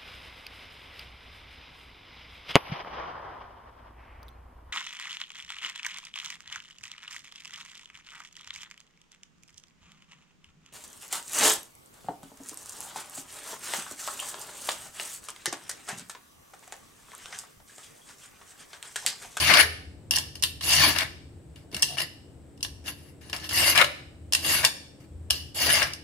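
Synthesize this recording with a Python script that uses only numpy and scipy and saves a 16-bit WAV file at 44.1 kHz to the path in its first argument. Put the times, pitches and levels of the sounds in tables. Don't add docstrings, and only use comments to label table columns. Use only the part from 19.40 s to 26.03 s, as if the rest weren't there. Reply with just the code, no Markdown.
import sys
import numpy as np
from scipy import signal
from scipy.fft import rfft, irfft, next_fast_len
from scipy.io import wavfile
from scipy.ndimage import uniform_filter1d

SR = 44100
rng = np.random.default_rng(int(sys.argv[2]) if len(sys.argv) > 2 else 0)


def to_wav(sig):
    pcm = np.clip(np.atleast_2d(sig), -1, 1) * 32767
    pcm = np.round(pcm).astype(np.int16)
    wavfile.write(sys.argv[1], SR, pcm.T)


def to_linear_factor(level_db):
    exponent = np.asarray(level_db, float) / 20
    return 10 ** exponent


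N = 292383

# (frequency [Hz], density [dB per Hz])
HISS_SPECTRUM = [(71, -31), (120, -4.5), (226, -12.5), (284, -12), (355, -14.5), (418, -16), (445, -15.5),
                 (684, -22.5), (1030, -30.5), (1430, -33.5), (1520, -33), (6630, -45), (7980, -32),
                 (10400, -49), (16000, -51.5)]
# (frequency [Hz], likeness [0-1])
HISS_LIKENESS = [(60, 0.74), (240, 0.85), (950, 0.28), (3770, 0.2), (15000, 0.4)]
# (time [s], level [dB])
RUMBLE_SWELL = [(0.0, -37), (0.03, -39.5), (1.02, -50), (1.46, -40.5), (1.73, -49.5), (3.21, -55.5),
                (3.25, -46.5), (3.78, -54), (4.21, -41.5), (4.56, -53.5), (5.22, -45), (5.28, -55),
                (5.69, -59), (5.72, -43), (6.02, -39.5), (6.15, -54), (6.26, -39), (6.63, -53.5)]
# (frequency [Hz], level [dB])
HOUSE_TONES = [(140, -67.5), (286, -63), (331, -65.5)]
# (frequency [Hz], time to fall 60 dB [s])
KITCHEN_DECAY = [(200, 1), (1000, 0.46), (3000, 0.59), (6000, 0.55), (12000, 0.38)]
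# (frequency [Hz], gain [dB])
PORT_COLOUR = [(60, 5), (150, 2.5), (380, -2.5), (950, 2), (2380, 8.5), (5980, -3), (15000, -3)]
# (frequency [Hz], level [dB])
PORT_SPREAD = [(300, -19.5), (1000, -7), (3000, -5), (6000, 0.5), (12000, -3)]

# (frequency [Hz], width [Hz], level rubbed [dB], level knocked [dB])
RUMBLE_MODES = [(65, 8.9, -16.5, 0), (78.4, 15, 6, 4)]
THUD_MODES = [(140, 9, 1, 0), (310, 72, -7.5, 0)]
SKID_MODES = [(1230, 450, -1.1, 0), (2250, 400, -1.9, 0)]
BOARD_MODES = [(648, 180, -3, -5.5), (1096, 480, -4, -3.5), (1235, 120, -3.5, -2), (1736, 290, 0.5, -1),
               (2006, 251, 2.5, -9.5), (2237, 540, -2.5, -9.5)]
BLADE_MODES = [(2708, 144, -2.5, -3.5), (2892, 189, -1, -0.5), (3567, 500, -7, -5.5), (3865, 770, -9, -7.5)]
PIVOT_MODES = [(4526, 449, -1, -8.5), (4957, 310, 0, -5), (5325, 380, -3, -1.5), (6200, 1300, -10.5, -11)]
EDGE_MODES = [(6800, 700, -10, 1.5), (8680, 600, -7.5, 2.5), (9800, 440, -1.5, 2), (11100, 740, -0.5, -0.5),
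              (12740, 760, -11, -9), (14640, 620, -9.5, -8.5), (14000, 800, -17.5, -9.5)]
GRIP_SHIFT = [2.4, 1.5, 2.8, 3.8]

# (time [s], level [dB], length [s])
BUMP_EVENTS = [(2.35, -43, 0.025), (.11, -40.5, 0.028), (5.05, -46.5, 0.027)]
# (start [s], end [s], frequency [Hz], level [dB])
CREAK_EVENTS = [(.12, 0.365, 424, -45.5), (1.434, 1.522, 310, -33.5), (2.471, 2.577, 695, -46.5),
                (4.421, 4.526, 588, -44), (5.309, 5.401, 547, -57)]
# (start [s], length [s], blade [dB], loss by the end [dB], board re blade [dB])
HAND_BRUSHES = [
    (3.55, .15, -63, 1.8, -5),
    (3.7, 0.052, -71.5, 9, 0),
    (3.81, .115, -58.5, 3.4, -2.5),
]
# (start [s], length [s], blade [dB], loss [dB], board re blade [dB])
BLADE_SHIFTS = [(.709, 0.056, -37, -3, -9.5), (.783, 0.11, -42.5, 18.5, -4), (.953, .047, -46, 31.5, -7),
                (1.029, 0.1, -30.5, 25, -17), (2.157, 0.097, -59, 18, -2), (2.325, 0.092, -48, .6, -2),
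                (2.423, 0.024, -25.5, 11, -11.5), (2.449, 0.11, -42, 4, -14),
                (2.575, 0.033, -41, -10.5, -2.5), (2.615, 0.046, -33, 21.5, -4.5),
                (3.2, 0.031, -73, -7, -13), (3.228, 0.089, -35, 33, -18), (3.44, 0.048, -60, -30, -8),
                (3.48, 0.067, -34.5, 29, -5), (3.93, 0.062, -39.5, 12, 1), (3.996, 0.08, -48, -3, -4.5),
                (4.923, 0.11, -40, 3, -8), (5.6, 0.055, -63.5, 7.5, 0.5), (5.902, 0.039, -41, -6, -28),
                (5.93, 0.18, -36, 32.5, -12)]
# (start [s], length [s], blade [dB], loss [dB], board re blade [dB])
BLADE_SKIDS = [(.1, 0.12, -22, 3, 4), (.224, 0.048, -29, 18, -1), (1.55, 0.17, -35.5, 2.1, 3),
               (1.635, 0.089, -44, 27.5, 1.7), (4.35, 0.078, -30, -1.5, 6), (4.44, 0.045, -29, 26.5, -7),
               (5.228, 0.015, -37, -8, -1), (5.248, 0.054, -22.5, 24, -8.5), (6.417, 0.13, -29, 40, 4)]
# (start [s], fullest [s], end [s], blade at fullest [dB], loss by the end [dB])
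PEEL_STROKES = [
    (-.06, 0.063, .1, -25, -4.5),
    (1.211, 1.425, 1.548, -23, 22.5),
    (4.088, 4.257, 4.348, -25.5, 12),
    (5.014, 5.124, 5.226, -27.5, 11.5),
    (6.145, 6.31, 6.417, -26, 7.5),
]
# (time [s], length [s], loss [dB])
BLADE_STALLS = [(0.131, 0.019, 4.5), (0.159, 0.01, 3), (1.387, 0.024, 3.5), (4.375, 0.029, 3)]
# (time [s], blade peak [dB], pivot re blade [dB])
BLADE_CLACKS = [(0.7088, -16.5, 9), (0.7358, -18, -8), (0.759, -18, 6.5), (0.7651, -19.5, 8),
                (0.7842, -20.5, 8.5), (0.954, -36.5, 7), (1.024, -23.5, 11), (1.0287, -17, -7),
                (1.0358, -10, 1.5), (1.5853, -14, 2.5), (2.3263, -40, -8), (2.3449, -22, 2.5),
                (2.3652, -27.5, 7), (2.395, -51, 23), (2.4198, -34, 12), (2.4231, -18, 11.5),
                (2.427, -22, 7), (2.429, -23.5, 14.5), (3.2068, -35.5, -5), (3.228, -28, 14.5),
                (3.248, -20, -10), (3.9292, -23, -2), (3.9635, -29, 2), (4.9234, -18, 2.5),
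                (4.9332, -13, 7), (4.9491, -9.5, 2), (5.2484, -8.5, 6.5), (5.9018, -22, 0),
                (5.9055, -12.5, 7), (6.5343, -30.5, 8)]
# (time [s], blade peak [dB], board re blade [dB])
EDGE_CATCHES = [(0.099, -19, 6), (0.1379, -5, -13.5), (0.17, -11, -3), (0.1987, -10.5, -7.5),
                (0.2086, -8.5, -8.5), (.7729, -19.5, -2), (1.2093, -26, -2), (1.2368, -30, -11),
                (1.5617, -20.5, 2), (1.6066, -16.5, -6), (2.159, -41, -14), (2.5705, -33, 6),
                (2.583, -20.5, -14), (2.618, -22, -18), (3.46, -31.5, -6), (3.48, -30, -2),
                (4.11, -27.5, 0.5), (4.364, -19, -4), (4.376, -6, -5), (4.3846, -11.5, -17.5),
                (4.4134, -10, -22), (4.4428, -16, -13), (5.0478, -22.5, -3), (5.228, -28, -16.5),
                (5.2423, -24.5, 14), (6.1548, -37, -3), (6.3753, -26.5, 10)]
# (time [s], blade peak [dB])
LIGHT_TAPS = [(0.996, -47), (2.3146, -47), (2.603, -23.5), (3.1756, -54), (3.897, -35), (4.0421, -33.5),
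              (4.0904, -27), (4.355, -21.5), (6.3537, -20), (6.4272, -19.5)]


def rms_one(x):
    return x / np.sqrt(np.mean(x ** 2) + 1e-20)


def at_hz(points, hz):
    p = np.array(points, float)
    return np.interp(np.log(np.maximum(hz, 1)), np.log(np.maximum(p[:, 0], 1)), p[:, 1])


def bandpass(x, low_hz, high_hz):
    return signal.sosfilt(signal.butter(2, [low_hz, high_hz], "band", fs=SR, output="sos"), x)


def drift(rate_hz):
    r = np.exp(-16 * np.pi * rate_hz / SR)
    noise = rng.standard_normal(N // 8 + 4002)
    slow = rms_one(signal.lfilter([1], [1, -2 * r, r * r], noise)[4000:])
    return np.interp(np.arange(N) / 8, np.arange(len(slow)), slow)


def tone(hz, wander_hz):
    return np.sqrt(2) * np.sin(2 * np.pi * np.cumsum(hz + wander_hz * drift(3.0)) / SR)


def resonate(rub, modes, patchy_db, knock=0):
    out, reply = 0, 0
    click = np.arange(SR // 2) == 0
    for k, (hz, width_hz, rub_db, knock_db) in enumerate(modes):
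        r = np.exp(-np.pi * max(width_hz, 5) / SR)
        b = (-1) ** k * (1 - r * r) * np.array([1, 0, -1])
        a = [1, -2 * r * np.cos(2 * np.pi * hz / SR), r * r]
        shift_db = patchy_db * drift(10.9) if patchy_db else 0
        force = rub * to_linear_factor(rub_db + shift_db) + knock * to_linear_factor(knock_db)
        out = out + signal.lfilter(b, a, force + 1e-18)
        reply = reply + to_linear_factor(rub_db) * signal.lfilter(b, a, click)
    return out / np.sqrt(np.sum(reply ** 2))


def hiss():
    hz = np.arange(N // 2 + 1) * SR / N
    alike = np.clip(at_hz(HISS_LIKENESS, hz), 0, 1)
    colour = to_linear_factor(at_hz(HISS_SPECTRUM, np.maximum(hz, 130)))
    mid, side = rfft(rng.standard_normal((2, N))) * colour
    both = np.sqrt(1 + alike) * mid + np.sqrt(1 - alike) * side * [[1], [-1]]
    both = both / np.sqrt(1 + (90 / (hz + 1)) ** 6)
    return to_linear_factor(-52.5) * rms_one(irfft(both, N))


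def house_rumble():
    mid, side = resonate(rng.standard_normal((2, N)), RUMBLE_MODES, patchy_db=2.0)
    mid, side = bandpass([mid, side], 45, 130)
    mid = rms_one(mid / uniform_filter1d(mid ** 2 + 1e-9, size=4000) ** 0.84)
    mid = mid + to_linear_factor(-1.5 + 2.2 * drift(4.6)) * tone(79.9, wander_hz=2.5)
    swell = to_linear_factor(np.interp(np.arange(N) / SR, *np.transpose(RUMBLE_SWELL)))
    return swell * rms_one(mid + .25 * side * np.array([[1], [-1]]))


def house_tones():
    tones = sum(to_linear_factor(db + 2.2 * drift(2.8)) * tone(hz, 3.0) for hz, db in HOUSE_TONES)
    air = bandpass(rng.standard_normal((2, N)), 18, 45)
    return tones + to_linear_factor(-70) * rms_one(air)


def room_noise():
    return (house_tones() + house_rumble() + hiss()) * to_linear_factor([[.8], [-.8]])


def kitchen(x):
    t = np.arange(int(.8 * SR)) / SR
    edges = 100 * 2 ** np.arange(0, 7.6, .5)
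    tail = 0
    white = rng.standard_normal((2, 2, len(t)))
    for k, (low, high) in enumerate(zip(edges, edges[1:])):
        decay = to_linear_factor(-60 * t / at_hz(KITCHEN_DECAY, np.sqrt(low * high)))
        tail = tail + bandpass(white[k % 2], low, high) * decay
    tail = tail + to_linear_factor(13.5) * white[0] * np.exp(-t / 0.017)
    tail = tail * np.clip(t / 0.00081, 0, 1)
    return signal.fftconvolve(x[None], tail / np.sqrt(np.sum(tail ** 2) / 2), axes=1)[:, :N]


def ports(pair, pan_db):
    size = next_fast_len(N + 4096)
    hz = np.arange(size // 2 + 1) * SR / size
    lag_s = 5e-5
    shared, own = rfft(pair, size)
    own = own * to_linear_factor(at_hz(PORT_SPREAD, hz))
    half = to_linear_factor(at_hz(PORT_COLOUR, hz) / 2) * np.exp(1j * np.pi * hz * lag_s)
    place = to_linear_factor((uniform_filter1d(pan_db, size=200) - 1.5) / 2)
    left = irfft((shared + own) * half, size)[:N] * place
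    right = irfft((shared - own) / half, size)[:N] / place
    return np.array([left, right])


def bumps():
    t = np.arange(N) / SR
    swell = sum(to_linear_factor(db) * np.exp(-((t - s) / length) ** 2) for s, db, length in BUMP_EVENTS)
    return swell * rms_one(bandpass(rng.standard_normal(N), 110, 380))


def creaks():
    out = np.zeros(N)
    for start, end, hz, level_db in CREAK_EVENTS:
        swell = np.hanning(int((end - start) * SR)) ** .5
        rub = swell * rng.standard_normal(len(swell))
        ring = resonate(rub, [(hz, 35, 0, 0)], patchy_db=0)
        out[int(start * SR):int(start * SR) + len(swell)] += to_linear_factor(level_db) * ring
    return out


def board_thud(board_push):
    pressure = np.abs(uniform_filter1d(board_push, size=1500)) ** 0.51
    return to_linear_factor(-27.0) * resonate(pressure * rng.standard_normal(N), THUD_MODES, patchy_db=3.0)


def plastic_skid(slide, fibres):
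    on_board = np.clip(slide[0] / (slide[1] + 1e-9), 0, 3.0)
    return to_linear_factor(-9) * resonate(slide[0] * on_board * fibres, SKID_MODES, patchy_db=-1.0)


def contact(start, length):
    on = np.arange(max(int(start * SR), 0), min(int((start + length) * SR), N))
    return on, (on / SR - start) / length


def strokes():
    push, pan_db = np.zeros((4, N)), np.zeros(N)

    def add(on, blade_db, board_db, edge_db, side_db):
        fade = np.clip((on[-1] - on) / SR / .002, 0, 1)
        for part, db in enumerate([board_db, -3, -3, edge_db]):
            push[part, on] = fade * to_linear_factor(blade_db + db)
        pan_db[on] = side_db

    # contacts, edge re blade [dB], left over right [dB]
    for rows, edge_db, side_db in [(BLADE_SHIFTS, -6.5, 3), (HAND_BRUSHES, -1, 6), (BLADE_SKIDS, -6.5, 5)]:
        for start, length, db, lost_db, board_db in rows:
            on, along = contact(start, length)
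            add(on, db - lost_db * along, board_db, edge_db, side_db)

    for start, fullest, end, db, lost_db in PEEL_STROKES:
        on, along = contact(start, end - start)
        top = (fullest - start) / (end - start)
        bite_db = 19.5 * np.clip(1 - along / top, 0, 1) ** 3.3
        lift_db = lost_db * np.clip((along - top) / (1 - top), 0, 1) ** 2.3
        board_db = -8 + 6.9 * along
        edge_db = -3.5 - 2 * along
        side_db = 1.5 + 3.6 * along
        add(on, db - bite_db - lift_db, board_db, edge_db, side_db)

    for s, length, lost_db in BLADE_STALLS:
        push = push * to_linear_factor(-lost_db * np.exp(-((np.arange(N) / SR - s) / length) ** 2))
    return push, pan_db


def knocks():
    push, t = np.zeros((4, N)), np.arange(int(.04 * SR)) / SR
    rows = [(s, db, -7.5, pivot_db, -8 + 0.81 * pivot_db, 2.29) for s, db, pivot_db in BLADE_CLACKS]
    rows += [(s, db, board_db, -14, -12.5, 2.7) for s, db, board_db in EDGE_CATCHES]
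    rows += [(s, db, -4, 3, -6.5, 3.7) for s, db in LIGHT_TAPS]
    for s, peak_db, board_db, pivot_db, edge_db, ms in rows:
        rattle = np.exp(-t * 1000 / ms) * to_linear_factor(peak_db - 4.5)
        start = int(s * SR)
        push[:, start:start + len(t)] += rattle * to_linear_factor([[board_db], [0], [pivot_db], [edge_db]])
    return push


def tearing(per_s, spread_db, clumps):
    sizes = to_linear_factor(spread_db * np.minimum(rng.exponential(1, (2, N)), 4))
    signs = rng.choice([-1, 1], (2, N))
    snaps = rng.random((2, N)) < per_s / SR
    return rms_one(sizes * signs * snaps * clumps)


def peeler():
    slide, pan_db = strokes()
    hits = knocks()
    clumps = to_linear_factor(1.7 * drift(40) + 1.6 * drift(250))
    fibres = tearing(4000, 4.0, clumps)
    chatter = np.sign(rng.standard_normal((2, N)))
    sound = 0
    for part, modes in enumerate([BOARD_MODES, BLADE_MODES, PIVOT_MODES, EDGE_MODES]):
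        own = np.roll(fibres, 9001 * (part + 1), axis=1)
        rub = slide[part] * (0.5 * fibres + 0.69 * own)
        sound = sound + resonate(rub, modes, patchy_db=GRIP_SHIFT[part], knock=hits[part] * chatter)
    bare = to_linear_factor(-14.5) * hits[1] * chatter + to_linear_factor(-14) * slide[1] * fibres
    sound = sound + bandpass(bare, 900, 12000)
    sound = sound + plastic_skid(slide, fibres)
    sound[0] += board_thud(slide[0]) + creaks()
    return sound, pan_db


def scene():
    sound, pan_db = peeler()
    airborne = signal.sosfilt(signal.butter(2, 450, "high", fs=SR, output="sos"), sound[0])
    return ports(sound, pan_db) + to_linear_factor(-1) * kitchen(airborne) + room_noise() + bumps()


def band_limit(x):
    return signal.sosfilt(signal.butter(12, 16660, fs=SR, output="sos"), x)


def record(dry):
    clipped = np.clip(dry, -1, 1)
    mix = signal.sosfilt(signal.cheby2(10, 28, 16100, fs=SR, output="sos"), clipped)
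    return band_limit(mix)


dry = scene()
out = record(dry)
to_wav(out)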